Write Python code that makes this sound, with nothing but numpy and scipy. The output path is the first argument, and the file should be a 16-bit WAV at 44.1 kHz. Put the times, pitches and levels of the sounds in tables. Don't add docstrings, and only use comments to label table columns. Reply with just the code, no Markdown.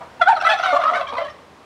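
import sys
import numpy as np
from scipy import signal
from scipy.fft import rfft, irfft, next_fast_len
from scipy.io import wavfile
from scipy.ndimage import uniform_filter1d, minimum_filter1d, map_coordinates

SR = 44100
rng = np.random.default_rng(int(sys.argv[2]) if len(sys.argv) > 2 else 0)


def int16_out(signal):
    q = np.round(np.clip(np.atleast_2d(signal).T, -1, 1) * 32767)
    wavfile.write(sys.argv[1], SR, q.astype(np.int16))


N = 72765
ATTACK_S, RELEASE_S = .005, .0092
JITTER_HZ, FLUTTER_HZ = 448.9, 265.1
TOP_HZ = 15700


def amp(db):
    return 10 ** (np.asarray(db) / 20)


def unit(x):
    return x / np.sqrt(np.mean(x ** 2) + 1e-20)


def along(points, hz):
    f, v = np.transpose(points)
    return np.interp(np.log(hz + 1), np.log(f + 1), v)


def curve(rows):
    return np.interp(np.arange(N) / SR, *np.transpose(rows))


def wobble(rate):
    return map_coordinates(rng.standard_normal(4096), [np.arange(N) * rate / SR], mode="wrap")


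def filtered(x, response):
    size = next_fast_len(N + 8192)
    return irfft(rfft(x, size) * response(np.fft.rfftfreq(size, 1 / SR)), size)[:N]


def noise(spectrum):
    return unit(filtered(rng.standard_normal(N), lambda hz: amp(along(spectrum, hz))))


def patchy(hiss, depth_db=7):
    cells = signal.stft(hiss, nperseg=512)[2]
    flecks = uniform_filter1d(rng.standard_normal(cells.shape), size=3, axis=0)
    flecks = unit(uniform_filter1d(flecks, size=4, axis=1))
    return unit(signal.istft(cells * amp(depth_db * flecks), nperseg=512)[1][:N])


def note(start, length):
    first = max(0, int((start - 2 * ATTACK_S) * SR))
    last = min(N, int((start + length + 2 * RELEASE_S) * SR))
    at = np.arange(first, last)
    t = at / SR - start
    rise = (1 + np.tanh(2 * t / ATTACK_S - 1)) / 2
    fall = (1 + np.tanh(2 * (length - t) / RELEASE_S - .5)) / 2
    return at, np.clip(t / length, 0, 1), rise * fall


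def yard(level_db=-46, fade_db_per_s=1.5):
    # f/Hz, level/dB
    spectrum = [(25, -29), (50, -10.5), (80, -20.5), (125, -4.5), (200, -3), (350, -4), (520, -0.5),
                (900, -4), (1600, -10), (3000, -16.5), (5000, -22.5), (10000, -33.5), (15500, -44.5)]
    from_middle_s = (np.arange(N) - N / 2) / SR
    return noise(spectrum) * amp(level_db - fade_db_per_s * from_middle_s)


def rumble():
    # f/Hz, level/dB
    spectrum = [(25, -18), (55, -18), (80, 5.5), (110, -3.5), (200, -19.5), (500, -57), (2000, -120)]
    # t/s, level/dB
    levels = [(0, -64.5), (.2, -53.5), (.5, -58.5), (.9, -58.5), (1.27, -53), (1.45, -65), (1.65, -61)]
    return noise(spectrum) * amp(curve(levels))


def cluck(start_s=.006, level_db=-29.5, fade_s=.22, dull_hz=2500):
    # f/Hz, width/Hz, level/dB
    resonances = [(670, 60, -7), (801, 52, -4.5), (952, 13, 6.5), (1153, 120, -8.5)]

    def response(hz):
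        peaks = sum(amp(db) * 1j * hz * width / (centre ** 2 - hz ** 2 + 1j * hz * width)
                    for centre, width, db in resonances)
        return peaks / (1 + (hz / dull_hz) ** 2)

    t = np.maximum(np.arange(N) / SR - start_s, 0)
    ring = unit(filtered(rng.standard_normal(N), response))
    return ring * amp(level_db - 60 * t / fade_s) * (1 - np.exp(-t / ATTACK_S))


def echoes(call, tail_db=-11, build_s=.0044):
    # delay/s, level/dB
    bounces = [(.0125, -10.5), (.019, -14), (.043, -17), (.058, -29)]
    # f/Hz, t/s
    fade_times = [(200, 0.1), (1000, 0.44), (4000, 0.61), (12000, 0.64)]
    hz, t, cells = signal.stft(rng.standard_normal(SR // 2), SR, nperseg=256)
    fade = amp(-60 * t / along(fade_times, hz)[:, None])
    tail = signal.istft(cells * fade * (1 - np.exp(-t / build_s)), SR, nperseg=256)[1]
    walls = filtered(call, lambda f: sum(amp(db) * np.exp(-2j * np.pi * f * s) for s, db in bounces))
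    return walls + amp(tail_db) * signal.fftconvolve(call, tail / np.linalg.norm(tail))[:N]


def beak_puffs():
    # start/s, length/s, level/dB
    puffs = [(.280, 0.042, -43.5), (0.463, .020, -48), (0.631, 0.034, -51.5), (0.726, .042, -46),
             (0.956, .035, -50.5), (1.167, 0.03, -54.5)]
    # f/Hz, level/dB
    spectrum = [(1200, -22), (2500, 10), (4200, -9.5), (6000, 2.5), (8000, -2), (12000, -16),
                (15500, -25.5)]
    out, hiss = np.zeros(N), patchy(noise(spectrum))
    for start, length, db in puffs:
        at, _, swell = note(start, length)
        out[at] += swell * amp(db) * hiss[at]
    return out


def squeaks(jitter_depth=.014, flutter_db=3.5):
    # start/s, length/s, first pitch/Hz, last pitch/Hz, level/dB
    whistles = [ (0.352, .022, 4410, 3860, -36), (.398, 0.031, 5630, 5100, -45.5),
                (.401, 0.016, 2730, 2560, -34.5), (0.44, 0.01, 4350, 3840, -30.5),
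                (0.491, 0.016, 3335, 3390, -23.5), (.493, .042, 2572, 2580, -26.5),
                (0.572, 0.029, 6140, 5470, -48), (0.618, 0.022, 6200, 5650, -44),
                (0.64, 0.034, 3080, 2860, -32.5), (.665, 0.054, 2262, 2160, -33),
                (0.808, 0.0092, 3620, 3700, -36), (0.839, 0.01, 2780, 2820, -32),
                (0.934, 0.03, 2000, 2310, -27.5), (1.011, 0.0089, 2620, 2700, -32.5),
                (1.067, 0.012, 3300, 3100, -34.5), (1.071, 0.0093, 2410, 2340, -30),
                (1.174, 0.045, 2035, 2017, -33.5), (1.166, 0.098, 3190, 3090, -45),
                (1.253, 0.021, 2350, 2400, -56), (1.275, 0.039, 1890, 1828, -42),
                (1.299, 0.018, 5300, 5330, -51)]
    out, jitter, flutter = np.zeros(N), wobble(JITTER_HZ), wobble(FLUTTER_HZ)
    for start, length, first, last, db in whistles:
        at, progress, swell = note(start, length)
        pitch = (first + (last - first) * progress) * (1 + jitter_depth * jitter[at])
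        tone = np.sqrt(2) * np.sin(2 * np.pi * np.cumsum(pitch) / SR)
        out[at] += swell * amp(db + flutter_db * flutter[at]) * tone
    return out


def unsteadiness():
    # f/Hz, level/dB
    spectrum = [(300, -43), (550, -24), (900, 0), (1400, 3.5), (3000, 7), (4200, -6), (5000, -6.5),
                (6000, -28.5), (7500, -16), (10500, -22), (15000, -39)]
    jitter = wobble(JITTER_HZ)
    flutters = [wobble(FLUTTER_HZ) for _ in range(3)]
    return np.array([jitter, *flutters, patchy(noise(spectrum))])


def voice_box(pitch, base_db, octave_db, top_db, rough, unrest):
    # f/Hz, level/dB
    throat = [(1400, 7), (2100, 7), (2800, -2), (3500, 0), (4300, -7.5), (5000, -14.5), (5800, -11),
              (7500, -40), (10000, -36.5), (15000, -58.5)]
    # pitch/Hz, level/dB
    half_levels = [(460, 4), (520, -23), (590, 0.5), (680, -19)]
    jitter_depth, flutter_db = .06, 6.5
    scatter_db, drift_hz = 6, 40.06
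    rasp_db, half_db, fifth_db = -8, -15, -5
    jitter, *flutters, breath = unrest
    phase = 2 * np.pi * np.cumsum(pitch * (1 + jitter_depth * rough * jitter)) / SR
    base_gain, octave_gain, top_gain = [
        unit(amp(flutter_db * rough * 2 * np.tanh(flutter / 2))) for flutter in flutters]

    multiples = np.arange(3, 22)[:, None]
    steps = np.arange(len(pitch)) * drift_hz / SR
    targets = rng.standard_normal((len(multiples), 256))
    drift = np.array([np.interp(steps, np.arange(256), row) for row in targets])
    overtone_hz = multiples * pitch
    gains = amp(along(throat, overtone_hz) + scatter_db * drift) * (overtone_hz < TOP_HZ)
    overtones = unit(np.sum(gains * np.cos(multiples * phase + 2 * drift[::-1]), axis=0))
    rasp = amp(rasp_db) * breath * (1 + np.cos(phase))

    half = amp(half_db + along(half_levels, pitch)) * np.cos(phase / 2)
    fifth = amp(fifth_db) * top_gain * np.cos(1.5 * phase)
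    base = amp(base_db) * (base_gain * np.cos(phase) + rough * (half + fifth))
    octave = amp(octave_db) * octave_gain * np.cos(2 * phase)
    return np.sqrt(2) * (base + octave) + amp(top_db) * top_gain * (overtones + rasp)


def rattle(typical_shake_hz=32, bend=.0627, swing_db=1.5):
    # t/s, f/Hz
    pitches = [(.3, 759.6), (.7, 659.3), (1.0, 588.3), (1.3, 550)]
    # t/s, level/dB
    levels = [(.2, -57), (.33, -60.5), (.44, -22), (.51, -23.5), (.57, -46), (.66, -19), (.76, -34.5),
              (.86, -20), (.96, -24), (1.06, -37.5), (1.11, -34.5), (1.19, -26.5), (1.27, -42.5),
              (1.37, -48.5), (1.45, -57)]
    shake_hz = typical_shake_hz * amp(2 * wobble(20))
    shake = np.sin(2 * np.pi * np.cumsum(shake_hz) / SR)
    pitch = curve(pitches) * (1 + bend * shake)
    voice = voice_box(pitch, base_db=0, octave_db=6, top_db=-8, rough=.9, unrest=unsteadiness())
    return unit(voice) * amp(curve(levels) + swing_db * shake)


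def yelp():
    # t/s, pitch/Hz, base tone/dB, octave/dB, overtones/dB, roughness/0-1
    arch = [ (.257, 703.3, -21, -39.5, -59, 0.02), (0.269, 711, -20, -24, -43.5, 0.17),
            (.276, 744, -12, -5.5, -30, 0.11), (0.287, 811.6, -9, -22.5, -26.5, 0.2),
            (.299, 927, -9, -29, -29.5, 0.22), (0.31, 899.4, -7.5, -31.5, -35, 0),
            (0.322, 854, -18.5, -24, -36, 0.13), (0.331, 749, -9, -43, -34.5, 0.02),
            (0.341, 729, -18.5, -38, -41, 0.3)]
    times, *columns = np.transpose(arch)
    at, _, swell = note(times[0], times[-1] - times[0])
    pitch, base_db, octave_db, top_db, rough = [np.interp(at / SR, times, c) for c in columns]
    out = np.zeros(N)
    out[at] = swell * voice_box(pitch, base_db, octave_db, top_db, rough, unsteadiness()[:, at])
    return out


def gobble():
    # start/s, length/s, first pitch/Hz, middle pitch/Hz, last pitch/Hz,
    # base tone/dB, octave/dB, overtones/dB, roughness/0-1
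    notes = [ (.195, 0.02, 873, 916, 920, -29, -53, -45.5, 0.2),
             (.212, 0.018, 716, 696.6, 653, -10.5, -7, -21, 0.08),
             (.361, 0.0232, 724, 648, 610, -25.5, -21, -32.5, 0.1),
             (.409, 0.011, 740, 709, 640, -35, -17, -28.5, 0.4),
             (.420, 0.007, 722, 747, 680, -11.5, -20.5, -21, 0.2),
             (.447, 0.017, 635.7, 644.4, 653, -30.5, -14, -25.5, 0.18),
             (.459, .028, 659, 661.8, 648, -26, -9.5, -21.5, 0.05),
             (.488, 0.0546, 835, 863.2, 854, -21, -18.5, -26, 0.1),
             (.487, 0.0414, 666.4, 659.7, 618, -20.5, -45, -25.5, 0.2),
             (.533, 0.016, 798.5, 775, 700, -13, -47, -26.5, 0.4),
             (.585, 0.0091, 664, 661, 676, -30, -15.5, -23, 0.5),
             (.596, 0.0072, 701, 704, 640, -9.5, -13, -21.5, 0.3),
             (.605, 0.015, 696.4, 677, 665, -42, -22, -32, 0),
             (.627, 0.022, 702, 670, 676, -27, -19, -26, 0.8),
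             (.638, 0.0906, 777, 738.7, 709, -21.5, -28.5, -29, 0.08),
             (.658, 0.0097, 663.6, 643, 583, -26, -7, -26, 0.65),
             (.725, 0.03, 595.5, 588, 598, -13.5, -16.5, -34, 0.37),
             (.761, 0.019, 599, 571.5, 603, -53, -11.5, -31, 0.2),
             (.742, .038, 719.5, 691.4, 702, -19, -26, -35.5, 0.4),
             (.789, 0.029, 701, 680.6, 660, -18, -33, -37, 0.3),
             (.813, 0.018, 739, 712, 680, -28.5, -26, -33.5, .5),
             (.835, 0.01, 611, 566.6, 626, -22, -11, -22.5, 0.07),
             (.852, 0.058, 616.6, 637.3, 667, -30.5, -17.5, -40.5, 0.09),
             (.905, 0.077, 699, 707.3, 670, -22.5, -48, -53, 0.4),
             (.910, 0.066, 462, 457.3, 476, -32.5, -47, -44, 0.7),
             (.932, 0.056, 658, 754, 743, -30, -26.5, -33, .2),
             (.945, 0.025, 637.5, 593.4, 552, -24, -35, -31, 0.2),
             (.990, 0.025, 573.3, 568.3, 639, -25.5, -30, -37, 0.2),
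             (1.006, 0.017, 668.6, 673, 655, -18.5, -31.5, -30.5, 0.42),
             (1.027, 0.0089, 552.6, 528, 545, -27.5, -22, -35, 0),
             (1.072, .040, 579.8, 551.4, 557, -66, -35, -38.5, .5),
             (1.120, 0.031, 468, 468.6, 443, -32, -31, -43, 1),
             (1.166, 0.03, 523.5, 498.4, 504, -32, -22.5, -35, 0.2),
             (1.181, 0.051, 683, 670.5, 647, -22.5, -35.5, -43, 0.2),
             (1.210, 0.032, 553.6, 595, 620, -23.5, -57, -45, 0.06),
             (1.243, 0.032, 572.5, 550.3, 562, -41, -32.5, -41, 0.5),
             (1.280, 0.0334, 624.7, 608.3, 608, -44, -42, -44, 0.35)]
    out, sides = np.zeros(N), [unsteadiness(), unsteadiness()]
    for i, (start, length, first, middle, last, base_db, octave_db, top_db, rough) in enumerate(notes):
        at, u, swell = note(start, length)
        pitch = first * (1 - u) * (1 - 2 * u) + middle * (1 - (2 * u - 1) ** 2) + last * u * (2 * u - 1)
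        out[at] += swell * voice_box(pitch, base_db, octave_db, top_db, rough, sides[i % 2][:, at])
    return out


def scene():
    # f/Hz, level/dB
    low_tone_shape = [(100, -16.5), (200, -7), (280, 4), (350, -20), (480, -6.5), (600, -1)]
    call = yelp() + gobble() + rattle() + squeaks() + beak_puffs()
    turkey = filtered(call, lambda hz: amp(along(low_tone_shape, hz)))
    background = yard() + rumble()
    return (background + turkey + echoes(turkey) + cluck())[None]


def record(dry):
    limit_db, hold_s = -1.2, .004
    hold = int(hold_s * SR)
    needed = np.minimum(1, amp(limit_db) / (np.abs(dry[0]) + 1e-9))
    gain = uniform_filter1d(minimum_filter1d(needed, size=2 * hold), size=hold)
    return filtered(dry[0] * gain, lambda hz: hz < TOP_HZ)[None]


dry = scene()
out = record(dry)
int16_out(out)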